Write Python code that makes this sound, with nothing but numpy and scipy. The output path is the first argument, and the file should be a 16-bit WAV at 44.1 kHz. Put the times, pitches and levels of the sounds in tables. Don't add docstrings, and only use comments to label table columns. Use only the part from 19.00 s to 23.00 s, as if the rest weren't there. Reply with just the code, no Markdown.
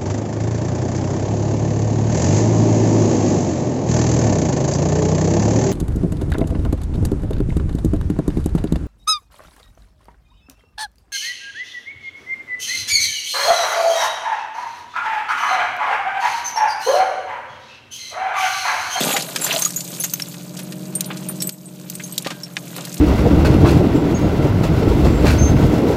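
import sys
import numpy as np
from scipy import signal
from scipy.fft import rfft, irfft
from scipy.io import wavfile

SR = 44100
rng = np.random.default_rng(int(sys.argv[2]) if len(sys.argv) > 2 else 0)


def store_wav(level_fs):
    pcm = np.round(np.clip(np.atleast_2d(level_fs), -1, 1) * 32767)
    wavfile.write(sys.argv[1], SR, pcm.T.astype(np.int16))


N = 176400
T = np.arange(N) / SR

# t/s, earth level/dB, gravel level/dB, sand level/dB
SOIL_FLOW = [(0, -24.5, -25, -25.5), (.1, -27.5, -26, -26.5), (.2, -34.5, -31.5, -33),
             (.3, -36.5, -38.5, -35.5), (.42, -31.5, -33.5, -31.5), (.55, -32, -26, -27.5),
             (.64, -41.5, -33.5, -27), (.73, -47.5, -44.5, -38.5), (.92, -39.5, -46.5, -35.5),
             (1.05, -49.5, -45.5, -34.5), (1.3, -47.5, -49.5, -41.5), (1.52, -48, -52.5, -44),
             (1.6, -43.5, -48, -44.5), (1.85, -47.5, -52, -45.5), (2.15, -41, -42, -45),
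             (2.48, -54, -52, -42), (2.53, -55, -62, -50.5), (2.8, -53, -53, -47), (3.1, -46, -47, -41.5),
             (3.32, -45.5, -49.5, -45.5), (3.52, -50.5, -50.5, -48), (3.64, -42.5, -48.5, -43),
             (3.78, -39.5, -41.5, -39), (4, -45.5, -46, -40.5)]
HARD_RISE_S = 0.0002


def amp(db):
    return 10 ** (np.asarray(db) / 20)


def unit(x):
    return x / np.sqrt(np.mean(x ** 2) + 1e-20)


def curve(table):
    seconds, *columns = np.transpose(table)
    return [np.interp(T, seconds, column) for column in columns]


def add(mix, start_s, sound):
    part = mix[max(0, round(start_s * SR)):][:len(sound)]
    part += sound[:len(part)]


def colour(x, points, size=2048):
    hz, db = np.transpose(points)
    log_hz = np.log(abs(np.fft.fftfreq(size, 1 / SR)) + 1)
    log_gain = np.log(amp(np.interp(log_hz, np.log(hz), db)))
    taps = np.fft.ifft(np.exp(np.conj(signal.hilbert(log_gain)))).real
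    return signal.oaconvolve(x, taps / np.linalg.norm(taps))[:N]


def engine():
    # t/s, cycle rate/Hz
    speed = [(0, 14.7), (.5, 14.3), (.7, 14.7), (.9, 14.65), (1.27, 14.4), (1.45, 14.9), (1.75, 15.4),
             (1.95, 15.52), (2.45, 15.5), (2.8, 15.12), (3.15, 15.08), (3.55, 14.65), (3.75, 14.4),
             (4, 14.85)]
    # t/s, level/dB
    drone = [(0, -43), (.5, -38), (.8, -36), (1.3, -36), (1.8, -31), (2.49, -29.5), (2.505, -40.5),
             (3, -34.5), (3.4, -38), (4, -33)]
    # multiple of the cycle rate, relative level/dB
    orders = [(9, -2.5), (10, -8.5), (11, -3.5), (12, 2.5), (14, -9), (15, -10), (20, -5.5), (24, -15.5),
              (25, -17.5), (31, -17.5), (35, -19.5), (40, -11)]
    # f/Hz, relative level/dB per Hz
    clatter_spectrum = [(20, 5), (85, -8), (140, 0.5), (260, -8), (330, 7), (420, -4), (620, -9),
                        (850, -10), (1200, -14.5), (2500, -22), (6000, -34), (16000, -25)]
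    clatter_db, throb_depth, phase_scatter_rad = -11, 0.25, 1

    turn = 2 * np.pi * np.cumsum(curve(speed)[0]) / SR
    tones = np.zeros(N)
    for multiple, db in orders:
        phase = phase_scatter_rad * rng.standard_normal()
        tones += amp(db) * np.cos(multiple * turn + phase)
    throbbing = rng.standard_normal(N) * (1 + throb_depth * np.cos(2 * turn))
    clatter = unit(colour(throbbing, clatter_spectrum))
    return amp(curve(drone)[0]) * (unit(tones) + amp(clatter_db) * clatter)


def pit(x, size=8000):
    echo_db, echo_t60_s, echoes_per_s, first_echo_s = -14.5, 0.05, 2000, 0.004
    t = np.arange(size) / SR
    present = (rng.random(size) < echoes_per_s / SR) * (t > first_echo_s)
    taps = rng.standard_normal(size) * present * amp(-60 * t / echo_t60_s)
    return x + amp(echo_db) * signal.oaconvolve(x, taps / np.linalg.norm(taps))[:N]


def flutter(hz, size):
    depth = 0.4
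    slow_noise = signal.lfilter(*signal.butter(1, hz, fs=SR), rng.standard_normal(size))
    return 1 + depth * unit(slow_noise)


def hollow(hz, db, t60, size=12000):
    rise_s, rattle_hz = 0.0027, 60
    t = np.arange(size) / SR
    ring = flutter(rattle_hz, size) * np.sin(2 * np.pi * (hz * t + rng.random()))
    return ring * (1 - np.exp(-t / rise_s)) * amp(db - 60 * t / t60)


def clink(hz, db, over_hz, over_db, t60, size=9000):
    rise_s, rattle_hz, tick_db, tick_t60_s = 0.00066, 252, -11, 0.028
    t = np.arange(size) / SR
    ring = np.zeros(size)
    for mode_hz, mode_db in [(hz, db), (over_hz, over_db)]:
        ring += amp(mode_db) * flutter(rattle_hz, size) * np.sin(2 * np.pi * mode_hz * t)
    tick = signal.lfilter(*signal.butter(2, hz / 2, "high", fs=SR), rng.standard_normal(size))
    tick *= amp(db + tick_db - 60 * t / tick_t60_s)
    return tick + ring * (1 - np.exp(-t / rise_s)) * amp(-60 * t / t60)


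def splinters(size=5000, count=4):
    tries_per_s, bit_db, bit_t60_s = 45, -7, 0.05
    extra_db, hop_s = 11, 0.012
    lowest_hz, span_hz = 6370, 8000
    out, sand_db = np.zeros(N), curve(SOIL_FLOW)[2]
    for when, chance, *bits in rng.random((int(tries_per_s * N / SR), 2 + 4 * count)):
        flow_db = sand_db[int(when * N)]
        if chance ** 2 > amp(flow_db - sand_db.max()):
            continue
        for k, (hop, pitch, overtone, weight) in enumerate(np.reshape(bits, (count, -1))):
            level = flow_db + bit_db + extra_db * weight ** 3
            low_hz, high_hz = lowest_hz + span_hz * np.sort([pitch ** 2, overtone])
            bit = clink(low_hz, level, high_hz, level - 2.5, bit_t60_s, size=size)
            add(out, when * N / SR + hop_s * (k + hop), bit)
    return out


def blow(db, hz, octaves, t60, rise_s, size=6000):
    t, f = np.arange(size) / SR, np.fft.rfftfreq(size, 1 / SR) + 1
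    shape = np.exp(-.5 * (np.log2(f / hz) / octaves) ** 2) / np.sqrt(1 + f / hz)
    body = unit(irfft(rfft(rng.standard_normal(size)) * shape))
    return .5 * body * (1 - np.exp(-t / rise_s)) * amp(db - 60 * t / t60)


def clod(db, hz, t60, size=9000):
    # f/Hz before detuning, level/dB relative to the clod, t60/s
    heap = [(281, -9, 0.063), (546, -6, 0.059), (796, -13, 0.081), (1216, -15.5, 0.16), (1583, -32, 0.26)]
    width_octaves, rise_s, detune = 1, 0.0012, 0.03
    ring = np.zeros(size)
    for mode_hz, mode_db, decay_s in heap:
        detuned_hz = mode_hz * (1 + detune * rng.uniform(-0.85, 1))
        ring += hollow(detuned_hz, db + mode_db, decay_s, size=size)
    return blow(db, hz, width_octaves, t60, rise_s, size=size) + .5 * ring


def crack(db, hz, octaves, t60):
    rebound_s, rebound_db = 0.0031, -5
    sound = blow(db, hz, octaves, t60, HARD_RISE_S)
    add(sound, rebound_s, blow(db + rebound_db, hz, octaves, t60, HARD_RISE_S))
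    return sound


def grains(rate, hz, spread_db, t60, wash_db, count=24):
    width_octaves, scatter_octaves = 0.48, 1.324
    sizes = amp(spread_db * np.minimum(rng.exponential(1, N), 3))
    hits = (rng.random(N) < rate / SR) * sizes
    kind = rng.integers(0, count, N)
    pitches = hz * 2 ** (scatter_octaves * np.linspace(-1, 1, count))
    out = np.zeros(N)
    for k, pitch in enumerate(pitches):
        grain = blow(0, pitch, width_octaves, t60, HARD_RISE_S, size=2048)
        out += signal.oaconvolve(hits * (kind == k), grain)[:N]
    return unit(out) + amp(wash_db) * rng.standard_normal(N)


def soil():
    # f/Hz, relative level/dB
    earth_spectrum = [(20, -28), (90, -36), (150, 3), (260, -0.5), (400, -2.5), (660, 3), (830, -9.5),
                      (1000, -11.5), (2000, -26), (16000, -36)]
    gravel_spectrum = [(20, -59), (300, -47), (800, -1.5), (1300, -0.5), (1900, -3.5), (3100, 2),
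                       (4400, -1), (7000, -19), (16000, -48)]
    sand_spectrum = [(20, -54), (1500, -14), (3800, -3), (5200, -2.5), (6700, 2.5), (8500, 1),
                     (11000, -5.5), (13000, 2), (15200, -4.5), (16000, -15)]
    earth_db, gravel_db, sand_db = curve(SOIL_FLOW)
    earth = grains(rate=350, hz=461, spread_db=3.5, t60=0.065, wash_db=-1.0)
    gravel = grains(rate=550, hz=2210, spread_db=4.5, t60=0.028, wash_db=-3)
    sand = grains(rate=700, hz=7500, spread_db=5.5, t60=0.017, wash_db=-3)
    return (amp(earth_db) * unit(colour(earth, earth_spectrum))
            + amp(gravel_db) * unit(colour(gravel, gravel_spectrum))
            + amp(sand_db) * unit(colour(sand, sand_spectrum)))


def scene():
    # t/s, f/Hz, level/dB, overtone f/Hz, overtone level/dB, t60/s
    shards = [(0.113, 10228, -21, 6700, -35, 0.093), (.127, 6960, -20.5, 11700, -25, 0.25),
              (0.411, 7360, -22.5, 10430, -24, 0.3), (0.414, 7700, -23, 10300, -26, 0.12),
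              (.443, 7230, -13, 12900, -16, 0.064), (0.445, 8500, -22, 6270, -23, 0.063),
              (.526, 5975, -14.5, 12900, -29, 0.08), (0.593, 8500, -23, 14900, -25, 0.093),
              (0.621, 6330, -8.5, 10800, -21, 0.05), (0.65, 6740, -5.5, 8600, -28, 0.053),
              (0.761, 6720, -15, 13340, -20.5, 0.089), (0.764, 7090, -21.5, 13100, -35, 0.21),
              (0.999, 10706, -18.5, 13200, -25, 0.12), (1.003, 6330, -19.5, 14600, -29, 0.1),
              (1.037, 6620, -13.5, 12860, -16, 0.045), (1.043, 6470, -17, 7180, -18, 0.056),
              (1.136, 6310, -12, 14000, -11, 0.03), (1.2209, 5420, -11, 6400, -28, 0.02),
              (1.285, 11300, -24, 7300, -26, 0.019), (1.631, 10664, -31.5, 14438, -35, 0.055),
              (1.952, 8730, -13.5, 13000, -25, 0.098), (2.06, 9400, -27.5, 13065, -30, 0.076),
              (2.287, 9290, -17.5, 13400, -24, 0.1), (2.403, 5490, -22, 8000, -34, 0.095),
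              (2.423, 8000, -19.5, 12000, -26, 0.13), (2.471, 8100, -19, 13000, -16, 0.049),
              (2.521, 8060, -32.5, 12295, -36, 0.12), (2.656, 8700, -35, 8000, -40, 0.13),
              (2.952, 8400, -19, 12300, -38, 0.029), (3.037, 6390, -21, 10670, -30, 0.067),
              (3.1236, 8327, -23, 12478, -26, 0.046), (3.434, 5465, -18.5, 9576, -36, 0.058)]
    # t/s, relative level/dB, centre f/Hz, width/octaves, t60/s
    sharp_blows = [(.007, -16.5, 3470, 0.14, 0.17), (0.1645, -6, 2200, 1.6, 0.058),
                   (.204, -20, 4210, 0.27, 0.024), (.222, -11.5, 5650, 0.75, 0.028),
                   (.36, -6.5, 3500, 1.3, 0.032), (0.464, -11, 2570, 1.8, 0.048),
                   (0.4757, -9, 4000, 1.8, .007), (0.5092, -9, 2820, 0.44, 0.049),
                   (0.5623, -3.5, 3840, 0.34, 0.009), (0.593, -10.5, 10000, .7, 0.028),
                   (0.6214, -12, 4500, 4.5, 0.022), (0.659, -7.5, 6000, 2, 0.01),
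                   (0.7057, -14, 7500, 0.63, 0.016), (0.762, -20, 9050, .7, 0.012),
                   (0.8059, -12.5, 5970, 0.87, 0.021), (1.039, -13.5, 4000, 2.5, 0.068),
                   (1.1366, -10.5, 4550, 2.2, 0.012), (1.1983, -12, 2900, 1.13, 0.017),
                   (1.342, -23.5, 3000, 1.3, 0.024), (1.57, -23.5, 5540, 0.83, 0.055),
                   (1.59, -22, 4170, 2.7, 0.075), (1.722, -23.5, 4500, 1.14, 0.047),
                   (2.0075, 0.5, 8600, 1.1, 0.011), (2.044, -19, 5360, 0.6, 0.018),
                   (2.108, -20.5, 2840, 0.35, 0.061), (2.171, -23.5, 5930, 0.77, 0.038),
                   (2.297, -24, 1290, 0.63, 0.025), (2.421, -7, 9100, 1.24, 0.024),
                   (2.4923, -5, 6040, 1.1, 0.0091), (2.8992, -10, 9100, 1.03, 0.013),
                   (2.953, -16.5, 9400, 1.6, .015), (2.998, -23, 2170, 0.5, 0.051),
                   (3.1796, -2, 5400, 0.61, 0.016), (3.1792, -9.5, 13300, 0.1, 0.019),
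                   (3.2233, -18, 9000, 0.82, 0.014), (3.246, -24.5, 3140, 0.94, 0.22),
                   (3.27, -11.5, 2590, 1.4, 0.017), (3.304, -19, 2380, 1.18, 0.092),
                   (3.568, -4.5, 2750, 0.77, 0.013), (3.764, -16, 5060, 2.4, 0.02),
                   (3.851, -17, 6600, 1, 0.027), (3.871, -23, 2200, 1.2, 0.022),
                   (3.9426, -14, 8500, 1.3, 0.012), (3.978, -22, 6400, 0.61, 0.031)]
    # t/s, f/Hz, level/dB, t60/s
    hollow_pieces = [(.1, 1227, -26, 0.22), (.138, 798, -19.5, 0.21), (.272, 650, -28, 0.18),
                     (.533, 667, -17, 0.17), (.563, 652, -12, 0.05), (0.661, 1234, -17.5, 0.037),
                     (3.31, 1583, -39, 0.35), (3.316, 294, -25, 0.074)]
    # t/s, relative level/dB, centre f/Hz, t60/s
    landings = [(0.069, -10, 300, 0.035), (.087, -8, 600, 0.024), (.101, -7.5, 640, 0.036),
                (.166, -22, 1100, 0.03), (.443, -17, 711, .04), (0.926, -29, 546, 0.038),
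                (2.102, -20.5, 1170, 0.089), (3.262, -9.5, 740, 0.035), (3.307, -23.5, 795, 0.08),
                (3.569, -23, 1000, 0.05), (3.781, -19.5, 1490, 0.046)]

    debris = soil()
    for start_s, *shard in shards:
        add(debris, start_s, clink(*shard))
    for start_s, *strike in sharp_blows:
        add(debris, start_s, crack(*strike))
    for start_s, *piece in hollow_pieces:
        add(debris, start_s, hollow(*piece))
    for start_s, *landing in landings:
        add(debris, start_s, clod(*landing))
    return (engine() + pit(debris) + splinters())[None]


def record(dry):
    low_cut_hz, edge_hz = 83, 15300
    thinned = signal.lfilter(*signal.butter(2, low_cut_hz, "high", fs=SR), dry)
    treble_cut = signal.firwin(301, edge_hz, window=("kaiser", 8), fs=SR)
    return signal.oaconvolve(thinned, treble_cut[None], "same")


dry = scene()
out = record(dry)
store_wav(out)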